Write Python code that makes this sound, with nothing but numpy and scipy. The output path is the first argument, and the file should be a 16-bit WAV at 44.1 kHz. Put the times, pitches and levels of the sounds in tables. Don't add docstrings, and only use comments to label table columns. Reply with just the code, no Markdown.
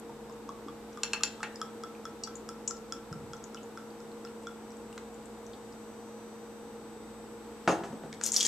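import sys
import numpy as np
from scipy import signal
from scipy.fft import rfft, irfft
from scipy.io import wavfile
from scipy.ndimage import uniform_filter1d, map_coordinates

SR = 44100
rng = np.random.default_rng(int(sys.argv[2]) if len(sys.argv) > 2 else 0)


def dump_mix(stems):
    frames = np.atleast_2d(stems).T
    limited = np.clip(frames, -1, 1)
    pcm = np.round(limited * 32767).astype(np.int16)
    wavfile.write(sys.argv[1], SR, pcm)


def amplitude_ratio(level_db):
    exponent = np.asarray(level_db, float) / 20
    return 10 ** exponent


N = 373659


def at_hz(points, hz):
    table_hz, values = np.array(points).T
    return np.interp(np.log(np.maximum(hz, 1)), np.log(table_hz), values)


def rms_one(x):
    return x / np.sqrt(np.mean(x ** 2) + 1e-20)


def drift(rate_hz):
    knots = rng.standard_normal(400)
    return map_coordinates(knots, [20 + np.arange(N) / SR * rate_hz], order=3)


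def add_ring(out, s, db, hz, t60, rise=0., attack_s=0.0003):
    start = int(s * SR)
    t = np.arange(min(int(t60 * SR), N - start)) / SR
    shape = amplitude_ratio(db - 60 * t / t60) * (1 - np.exp(-t / attack_s))
    out[start:start + len(t)] += shape * np.sin(2 * np.pi * hz * (t + rise * t * t / (2 * t60)))


def around(x, hz, octaves):
    edges = np.clip(hz * 2 ** (np.array([-.5, .5]) * octaves), 100, 18000)
    return signal.sosfilt(signal.butter(2, edges, "band", fs=SR, output="sos"), x)


def add_crack(out, s, db, hz, octaves, t60, attack_s=.0001):
    start = int(s * SR)
    t = np.arange(int(SR * min(t60 + .01, .2))) / SR
    burst = rng.standard_normal(len(t)) * amplitude_ratio(-60 * t / t60) * (1 - np.exp(-t / attack_s))
    burst = around(burst, hz, octaves)[:N - start]
    out[start:start + len(t)] += amplitude_ratio(db) * burst / np.abs(burst).max()


def add_click(out, s, db, hz, octaves):
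    start = int(s * SR)
    pulse = around(signal.unit_impulse(SR // 50), hz, octaves)[:N - start]
    out[start:start + len(pulse)] += amplitude_ratio(db) * pulse / np.abs(pulse).max()


def add_struck(out, s, db, modes, spread_db):
    for hz, mode_db, t60 in modes:
        luck, late = rng.standard_normal(2)
        add_ring(out, s + .0004 * abs(late), db + mode_db + spread_db * luck, hz, t60)


def tone(hz, db, pan_db, lead):
    phase = 2 * np.pi * hz * np.arange(N) / SR + 0.46 * drift(1.57) + rng.uniform(0, 2 * np.pi)
    level = np.sqrt(2) * amplitude_ratio(db + drift(2.803))
    ports = amplitude_ratio(np.array([[pan_db / 2], [-pan_db / 2]]))
    return level * ports * np.sin(phase + [[lead], [0]])


# [f/Hz, level/dB rms, left-right/dB, left lead/rad]
HUM = [(118.8, -67.5, -2.5, 0.091), (147, -80, 1, 0.11), (218.5, -51.5, 1, 0.085), (232.7, -63, -4, .1),
       (326.3, -61, 0.5, 0.11), (468.7, -51, .5, 0.39), (829, -67.5, 6, .3), (3710, -83, 19.5, 0.46)]
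# [f/Hz, level at rest/dB, gain under load/dB, busiest t/s, width/s]
WHINES = [(6000, -78.5, 5.5, 6.1, 0.61), (7000, -84.5, 5, 5.7, .7), (8000, -78.5, 9.5, 11, 8.5)]
# [left-right/dB, left lead/rad]
WHINE_PORTS = [(-10.5, 1.9), (19, 1.4), (20.5, 2.7)]


def hum():
    t = np.arange(N) / SR
    out = sum(tone(*row) for row in HUM)
    for (hz, db, load_db, s, width_s), (pan_db, lead) in zip(WHINES, WHINE_PORTS):
        load = np.exp(-((t - s) / width_s) ** 2)
        out = out + tone(hz, db + load_db * load + .8 * drift(1.11), pan_db, lead)
    return out


def motor():
    motor_hz, motor_db, beat_s, null_s = 58.8, -68.5, 2.24, 1.76
    t = np.arange(N) / SR
    beat, turn = np.pi * (t - null_s) / beat_s, 2 * np.pi * motor_hz * t
    pair = np.sin(beat) * np.sin(turn) + 0.11 * np.cos(beat) * np.cos(turn)
    return 2 * amplitude_ratio(motor_db) * pair * amplitude_ratio([[-.9], [.9]])


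# [f/Hz, likeness]
LIKENESS = [(60, 0.34), (150, 0.87), (380, 0.95), (940, 0.87), (2350, 0.37), (5890, 0), (14800, 0.22)]


def alike_at(hz):
    return np.clip(at_hz(LIKENESS, hz), 0, 1)


def coloured(spectrum):
    hz = np.fft.rfftfreq(N, 1 / SR)
    mid, side = rfft(rng.standard_normal((2, N))) * amplitude_ratio(at_hz(spectrum, hz))
    mid = np.sqrt(1 + alike_at(hz)) * mid
    side = np.sqrt(1 - alike_at(hz)) * side
    return rms_one(irfft(np.array([mid + side, mid - side]), N))


# [f/Hz, level/dB per Hz]
AIR = [(12, -56), (20, -18.5), (159, -12.5), (188, -9.5), (214, -6), (237, -8.5), (264, -4), (384, -6.5),
       (464, -1), (585, -11.5), (927, -9), (1010, -12), (1440, -16.5), (2060, -28), (3000, -40.5),
       (3900, -81), (6600, -120)]
# [f/Hz, level/dB per Hz]
HISS = [(880, -11.5), (1500, -9), (2060, -6), (5840, -11.5), (6610, -12.5), (7640, -10.5), (8250, -13.5),
        (8580, -16), (13600, -18), (14600, -20), (15000, -63)]
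# [t/s, level/dB, rise/s, fall/s]
RUSTLE = [(1.1, 2, .25, 0.77), (3.8, .5, .5, .4), (7.72, 2.5, 0.23, 0.16)]


def background():
    air_db, hiss_db = -49, -60
    t, swell_db = np.arange(N) / SR, 0
    for s, db, rise_s, fall_s in RUSTLE:
        swell_db = swell_db + db * np.exp(np.minimum((t - s) / rise_s, (s - t) / fall_s))
    return amplitude_ratio(air_db) * coloured(AIR) + amplitude_ratio(hiss_db + swell_db) * coloured(HISS)


# [t/s, peak level/dB, second mode/dB, upper modes/dB]
GULPS = [(0.0946, -49, -28, -9), (0.2967, -51.5, -26, 0), (0.4909, -42, -10, -2.5), (0.6837, -45, -2.5, -3),
         (0.9734, -47, -3, 2.5), (1.208, -44.5, -7, 3), (1.4046, -46, -5, -4), (1.615, -37.5, 1.5, 8.5),
         (1.8359, -40.5, -3.5, 2.5), (2.0536, -43, 0, 7.5), (2.2738, -45, -3, 5), (2.4897, -43, -6, 11.5),
         (2.709, -42.5, -19, 11), (2.923, -39.5, 1, 13), (3.127, -46.5, -30, 9.5), (3.3336, -46, 2, 7),
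         (3.5456, -49, -5, 10.5), (3.774, -45.5, -6, 3.5), (4.003, -57, -14, 6.5), (4.2497, -50, -4, 9),
         (4.4698, -43.5, 3.5, 3.5)]
# [f/Hz, level/dB, t60/s]
NECK = [(3400, 0, .035), (5400, -4, .011), (7200, -7, .018)]
# [f/Hz, level/dB, t60/s]
BELLY = (150, -47, .2)


def gulps():
    out = np.zeros(N)
    belly_hz, belly_db, belly_t60 = BELLY
    for s, db, second_db, upper_db in GULPS:
        hz = 1275 - 425 * np.exp(-s / 0.58) + 19.3 * s
        add_ring(out, s, db + 10.5, hz, t60=0.055, rise=0.064, attack_s=0.00037)
        add_crack(out, s, db + 2, hz * 1.05, octaves=.4, t60=.035)
        add_ring(out, s, belly_db, belly_hz, belly_t60, attack_s=0.019)
        bright_db = db + upper_db
        add_crack(out, s, bright_db + 0.5, hz=6300, octaves=1.06, t60=0.0069)
        add_ring(out, s, bright_db + 1, 5280, .009, rise=0.019)
        add_crack(out, s, bright_db - 9, hz=11500, octaves=0.55, t60=0.0064)
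        for k, (mode_hz, mode_db, t60) in enumerate(NECK):
            fill = 1 + .007 * rng.standard_normal()
            add_ring(out, s, db + mode_db + (upper_db if k else second_db), mode_hz * fill, t60)
    return out


# [t/s, peak level/dB, f/Hz, t60/s]
BUMPS = [(0.104, -47.5, 147, 0.63), (0.454, -36, 300, 0.071), (0.661, -33.5, 293, 0.099),
         (3.114, -28.5, 157, 0.071), (3.113, -38, 95.5, 0.18), (3.158, -34, 153, 0.085),
         (3.236, -36, 109, 0.1), (3.302, -38.5, 154, 0.086), (7.901, -34, 147, 0.058),
         (8.039, -42.5, 155, 0.28)]


def hands():
    out = np.zeros(N)
    for bump in BUMPS:
        add_ring(out, *bump, attack_s=0.00093)
    return out


# [t/s, peak level/dB, f/Hz]
DROPS = [(0.3244, -49.5, 6700), (0.9293, -51, 5700), (1.5576, -40, 5100), (1.5576, -46, 7200),
         (1.95, -49, 2420), (2.355, -35.5, 6970), (2.367, -46, 7600), (2.385, -55, 7000),
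         (2.7676, -45, 5200), (3.3662, -47, 6100), (3.44, -43, 6100), (3.44, -39, 6870),
         (3.5728, -46, 2970), (3.6314, -46.5, 7100), (3.9045, -50, 4600), (4.117, -51.5, 4100),
         (4.272, -46, 2800), (4.424, -52, 8200), (4.4334, -57, 5650), (4.4334, -51, 7400),
         (4.705, -51, 5540), (4.705, -53.5, 8000), (4.718, -52, 5600), (4.718, -53, 7500),
         (4.769, -49.5, 7600), (4.958, -52, 8800), (4.9275, -50.5, 2760), (4.9275, -51, 8000),
         (5.1427, -47, 7300), (5.2564, -43, 8450), (5.465, -44.5, 6100), (5.465, -49, 7050),
         (5.532, -52, 3670), (5.7244, -48.5, 5200)]


def drops():
    out = np.zeros(N)
    for s, db, hz in DROPS:
        add_ring(out, s, db - 3.5, hz, t60=0.032, rise=0.029)
        add_crack(out, s, db, hz, octaves=0.32, t60=0.011)
        add_crack(out, s, db - 8, hz=7500, octaves=1.4, t60=0.008)
    return out


# [t/s, peak level/dB, low modes/dB, high modes/dB, crack/dB]
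TAPS = [
    (1.0337, -20, -16.5, 2, 5.5),
    (1.1333, -17.5, -15.5, -1, 0),
    (1.2346, -18.5, -17.5, 5, 8.5),
    (1.4297, -34.5, 0.5, 0.5, -20),
]
# [f/Hz, level/dB, t60/s]
CUP = [(870, -4, 0.12), (1180, 0, .03), (1410, -3, .06), (1595, 3, .04), (1895, -7, .04), (2100, -11, .03),
       (2670, 3, 0.02), (2705, -15, 0.11), (4230, -2, .02), (4312, -11, 0.1), (4352, -10, 0.09),
       (5050, -6, 0.011), (5650, -1, 0.012), (6800, -8, .01), (7095, -7, 0.045), (7200, -2, 0.013),
       (7980, -6, 0.011), (9300, -7, 0.008)]


def taps():
    out = np.zeros(N)
    for s, db, low_db, high_db, crack_db in TAPS:
        add_struck(out, s, db + low_db, CUP[:6], spread_db=1)
        add_struck(out, s, db - 6.5, CUP[6:11], spread_db=1)
        add_struck(out, s, db + high_db - 4.5, CUP[11:], spread_db=2.5)
        add_click(out, s, db + crack_db + 3, hz=4430, octaves=1.83)
        add_crack(out, s, db + low_db + 0.5, hz=1530, octaves=1.4, t60=0.16)
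        add_crack(out, s, db - 20, hz=11800, octaves=.6, t60=0.005)
        add_crack(out, s, db - 14, hz=5000, octaves=1.4, t60=0.053)
    return out


# [t/s, peak level/dB, centre f/Hz,
# width/octaves, t60/s]
CONTACTS = [(1.43, -34.5, 6500, 1, 0.021), (4.9275, -38, 6000, 2.1, .006), (4.978, -36.5, 6850, .6, 0.011),
            (4.9844, -47, 5030, 1.9, .01), (8.1278, -33, 5000, 0.95, 0.0075), (8.139, -39, 5000, 1.5, 0.0083),
            (8.1454, -43, 5000, 1.7, 0.011), (8.2127, -30, 5500, 1.2, 0.0096),
            (1.4302, -28.5, 1490, 1.4, 0.11), (1.431, -39, 2680, 0.12, 0.083), (2.677, -43, 3700, 1.2, .03),
         (3.573, -49, 2820, 0.26, .03), (4.977, -34, 1090, 1.1, 0.02), (4.979, -41.5, 2200, 0.64, .012),
         (4.978, -42, 4000, .25, 0.013), (5.532, -47, 3700, 0.46, 0.054), (8.127, -38.5, 1940, 0.4, 0.025),
         (8.2117, -30, 1370, 1.05, 0.02)]


def ticks():
    out = np.zeros(N)
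    for contact in CONTACTS:
        add_crack(out, *contact)
    return out


# [t/s, modes [f/Hz, level/dB, t60/s]]
CLINKS = [
    (2.236, [(2830, -54, 0.092), (4170, -43, 0.06), (4650, -39, 0.05), (4640, -43.5, 0.22), (5500, -31, 0.024), (5700, -31, 0.036), (6800, -44, 0.035), (7550, -42, .03), (7940, -35, 0.034), (8900, -59, 0.036), (10900, -43, 0.032)]),
    (2.6766, [(2940, -53, 0.037), (4700, -63, 0.03), (5450, -41, 0.03), (5750, -30, 0.035), (6400, -34, .03), (6700, -29, 0.039), (6910, -28, 0.069), (7500, -35, 0.12), (7900, -29, 0.054), (8900, -57, .03)]),
]


def clinks():
    out = np.zeros(N)
    for s, modes in CLINKS:
        loudest_db = max(db for hz, db, t60 in modes)
        add_crack(out, s, loudest_db + 0.55, hz=6500, octaves=0.57, t60=0.022)
        for hz, db, t60 in modes:
            add_ring(out, s, db, hz, t60)
    return out


# [t/s, peak level/dB, glass/dB, crack/dB, favoured f/Hz]
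KNOCKS = [
    (7.6762, -8.5, -24, -22, 770),
    (7.682, -14.5, -48, -36, 260),
    (7.694, -15, -48, -36, 550),
    (7.705, -20, -43, -22, 597),
    (7.727, -20, -43, -30, 450),
    (7.836, -25, -24, -21, 705),
    (7.928, -28, -26, -32, 306),
    (8.035, -30, -39, -29, 500),
]
# [f/Hz, level/dB, t60/s]
TABLE = [(146, -6, .5), (184, -12, .12), (258, 7, .12), (317, -4, .1), (366, 0, .16), (424, -4, .1),
         (455, 1, .1), (520, -3, .09), (560, 2, .08), (641, -5, .12), (690, -3, .08), (750, 3, .07),
         (813, 0, .07), (899, -5, .08), (1040, -1, .07), (1130, -5, .07), (1217, -3, .06), (1314, 2, .05),
         (1610, -8, .05), (1793, -8, .05)]
# [f/Hz, level/dB, t60/s]
GLASS = [(2900, -3, .02), (3860, -10, .03), (6000, -3, .02), (6450, -14, .2), (7150, -14, .08)]
# [t/s, level/dB, f/Hz, t60/s]
SING = [(7.708, -40.5, 6470, 0.19), (7.84, -54, 7400, .06)]


def table():
    out = np.zeros(N)
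    for s, db, glass_db, crack_db, centre_hz in KNOCKS:
        add_struck(out, s, db + glass_db, GLASS, spread_db=0.6)
        for hz, mode_db, t60 in TABLE:
            far_db = 6 * abs(np.log2(hz / centre_hz))
            add_ring(out, s + .001 * rng.random(), db + mode_db - 14.5 - far_db, hz, t60)
        add_crack(out, s, db + crack_db, hz=6000, octaves=1.6, t60=0.23, attack_s=0.0048)
        add_crack(out, s, db + crack_db - 0.5, hz=2060, octaves=0.8, t60=0.18, attack_s=0.0004)
        add_crack(out, s, db - 5.5, centre_hz, octaves=1.42, t60=0.13, attack_s=0.00024)
        add_click(out, s, db - 8, centre_hz * 1.24, octaves=2.85)
    for ring in SING:
        add_ring(out, *ring, attack_s=0.00093)
    return out


# [t/s, level/dB]
SPLASH = [(8.202, -69), (8.234, -45), (8.24, -43), (8.285, -38), (8.315, -57), (8.34, -37), (8.39, -36.5),
          (8.47, -37.5)]


def fizz(low_hz, high_hz, per_s, cycles):
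    size = N - int(SPLASH[0][0] * SR)
    sizes = amplitude_ratio(2.8 * np.minimum(rng.exponential(1, size), 4))
    clicks = (rng.random(size) < per_s / SR) * sizes * rng.choice([-1, 1], size)
    dealt, out = rng.integers(0, 16, size), np.zeros(N)
    for k, hz in enumerate(np.geomspace(low_hz, high_hz, 16)):
        r = amplitude_ratio(-60 * hz / (cycles * SR))
        w = 2 * np.pi * hz / SR
        out[-size:] += signal.lfilter([0, np.sin(w)], [1, -2 * r * np.cos(w), r * r], clicks * (dealt == k))
    return out / np.std(out[-size:])


# [t/s, peak level/dB, centre f/Hz, trapped air pocket/dB, spray/dB]
GOUTS = [(8.237, -9.5, 7600, -39, -30), (8.247, -24, 8000, -60, -30), (8.255, -20, 6100, -46, -23),
         (8.2622, -10.5, 7430, -48, -17), (8.273, -25, 5960, -48, -30), (8.288, -23, 6300, -55, -32),
         (8.3194, -11.5, 6900, -62, -42), (8.327, -26, 7500, -60, -29), (8.3345, -17, 7440, -56, -34),
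         (8.341, -13, 7000, -49, -32), (8.352, -25, 6200, -50, -36), (8.3634, -8, 5170, -38, -22),
         (8.3679, -7.5, 5640, -38, -15.5), (8.375, -20, 6500, -39, -28), (8.388, -27, 6000, -36, -36),
         (8.401, -18, 6500, -44, -36), (8.4064, -15, 6670, -22.5, -32), (8.4116, -12, 5800, -28, -26),
         (8.416, -21, 6500, -30, -34), (8.4288, -11.5, 6940, -28, -32), (8.438, -27, 7000, -36, -32),
         (8.4502, -12.5, 6000, -25.5, -32), (8.4567, -12, 7200, -34, -25), (8.4644, -11, 6500, -40, -27)]
# [t/s, peak level/dB, f/Hz, t60/s, share the pitch climbs]
BUBBLES = [(3.571, -41.5, 3010, .04, -.03), (3.576, -51, 2620, 0.05, .01), (4.272, -50, 4180, .03, .02),
           (8.272, -32, 4230, 0.017, .05), (8.37, -30, 3500, .03, 0.062), (8.385, -35, 3100, .02, .05),
           (8.391, -34, 3100, .015, .05), (8.4066, -24.5, 3160, .03, .06), (8.411, -24, 4300, .02, .05),
           (8.427, -31, 3100, 0.016, 0.091), (8.436, -32, 3400, .02, .05), (8.449, -29, 3000, .015, .1),
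           (8.455, -29, 4220, .02, .05), (8.461, -32, 4000, .02, .05)]


def splash():
    s, flow_db = np.transpose(SPLASH)
    t = np.arange(N) / SR
    bed = fizz(5800, 9400, per_s=2500, cycles=13) + amplitude_ratio(-4.5) * fizz(5300, 16000, per_s=10000, cycles=6.9)
    churn_db = -27.5 + 297 * np.maximum(t - 8.39, 0)
    churn = amplitude_ratio(churn_db) * fizz(1800, 3950, per_s=4900, cycles=52)
    out = amplitude_ratio(np.interp(t, s, flow_db)) * (bed + churn)
    for bubble in BUBBLES:
        add_ring(out, *bubble)
    pocket_hz, t60 = 3350, .026
    for s, db, hz, pocket_db, spray_db in GOUTS:
        add_crack(out, s, pocket_db, pocket_hz * 1.3, octaves=0.85, t60=t60 * 1.5)
        this_hz = pocket_hz * np.exp(0.039 * rng.standard_normal())
        add_ring(out, s, pocket_db + 0.5, this_hz, t60 * 0.72, rise=0.08)
        add_crack(out, s, db - 7, hz, octaves=0.5, t60=t60 * 0.6)
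        add_click(out, s, db - 7, hz * 1.03, octaves=0.39)
        add_crack(out, s, spray_db, hz=12000, octaves=0.7, t60=0.034)
        for late, apart in rng.uniform(-1, 1, (16, 2)):
            bubble_db = db - 18 - 9.1 * late ** 2
            add_ring(out, s + 0.61 * t60 * late ** 2, bubble_db, hz * np.exp(0.332 * apart), .011, rise=0.23)
    return out


# [f/Hz, t60/s]
ROOM = [(100, 0.75), (500, 0.61), (2000, 0.42), (6000, 0.23), (12000, 0.21)]
# [t/s, level over the tail/dB]
ECHOES = [(0.01, 3.5), (0.027, -7), (.041, -5)]


def room_tail():
    size = SR // 2
    edges = 60 * 2 ** np.arange(9)
    t, white, tail = np.arange(size) / SR, rng.standard_normal((3, size)), 0
    for low, high in zip(edges, edges[1:]):
        band = signal.sosfilt(signal.butter(2, [low, high], "band", fs=SR, output="sos"), white)
        centre_hz = low * np.sqrt(2)
        alike = alike_at(centre_hz)
        band = np.sqrt(alike) * band[0] + np.sqrt(1 - alike) * band[1:]
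        tail = tail + band * amplitude_ratio(-60 * t / at_hz(ROOM, centre_hz))
    tail = tail * (1 - np.exp(-(t / 0.0081) ** 2))
    tail = tail * (1 + sum(amplitude_ratio(db) * np.exp(-((t - s) / 0.0049) ** 2) for s, db in ECHOES))
    spectrum = rfft(tail, 2 * size)
    fine, broad = [uniform_filter1d(np.abs(spectrum) ** 2, size=bins) for bins in (150, 1500)]
    tail = irfft(spectrum * np.sqrt(broad / fine))[:, :size] * (1 - np.exp(-t / .002))
    return amplitude_ratio(-7) * tail / np.sqrt(np.sum(tail ** 2) / 2)


# [f/Hz, left-right/dB]
LEFT_PORT = [(60, -1.5), (300, .5), (2500, .5), (4300, -2), (6500, 3), (8000, 9), (10000, 13), (15000, 13)]
# [f/Hz, phase/rad]
LEFT_LEAD = [(500, 0), (2600, -.1), (5000, -.7), (6800, .4), (8000, -1), (10200, -2.4), (13000, -2.8)]
# [f/Hz, level/dB]
MIC = [(1000, -1), (7000, 1), (9000, -5), (11000, -11.5), (15000, -12)]


def in_room(x):
    wet = x + signal.fftconvolve(x[None], room_tail(), axes=1)[:, :N]
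    hz = np.fft.rfftfreq(N, 1 / SR)
    tilt = amplitude_ratio(at_hz(LEFT_PORT, hz) / 2) * np.exp(.5j * at_hz(LEFT_LEAD, hz))
    return irfft(rfft(wet) * amplitude_ratio(at_hz(MIC, hz)) * [tilt, 1 / tilt], N)


def scene():
    near = gulps() + hands() + drops() + taps() + ticks() + clinks() + table() + splash()
    near = signal.sosfilt(signal.butter(3, 115, "high", fs=SR, output="sos"), near)
    return hum() + motor() + background() + in_room(near)


def band_limit(x):
    return signal.sosfilt(signal.butter(12, 15350, fs=SR, output="sos"), x)


def record(dry):
    mix = signal.sosfilt(signal.ellip(10, .5, 60, 14250, fs=SR, output="sos"), dry)
    return band_limit(mix)


dry = scene()
out = record(dry)
dump_mix(out)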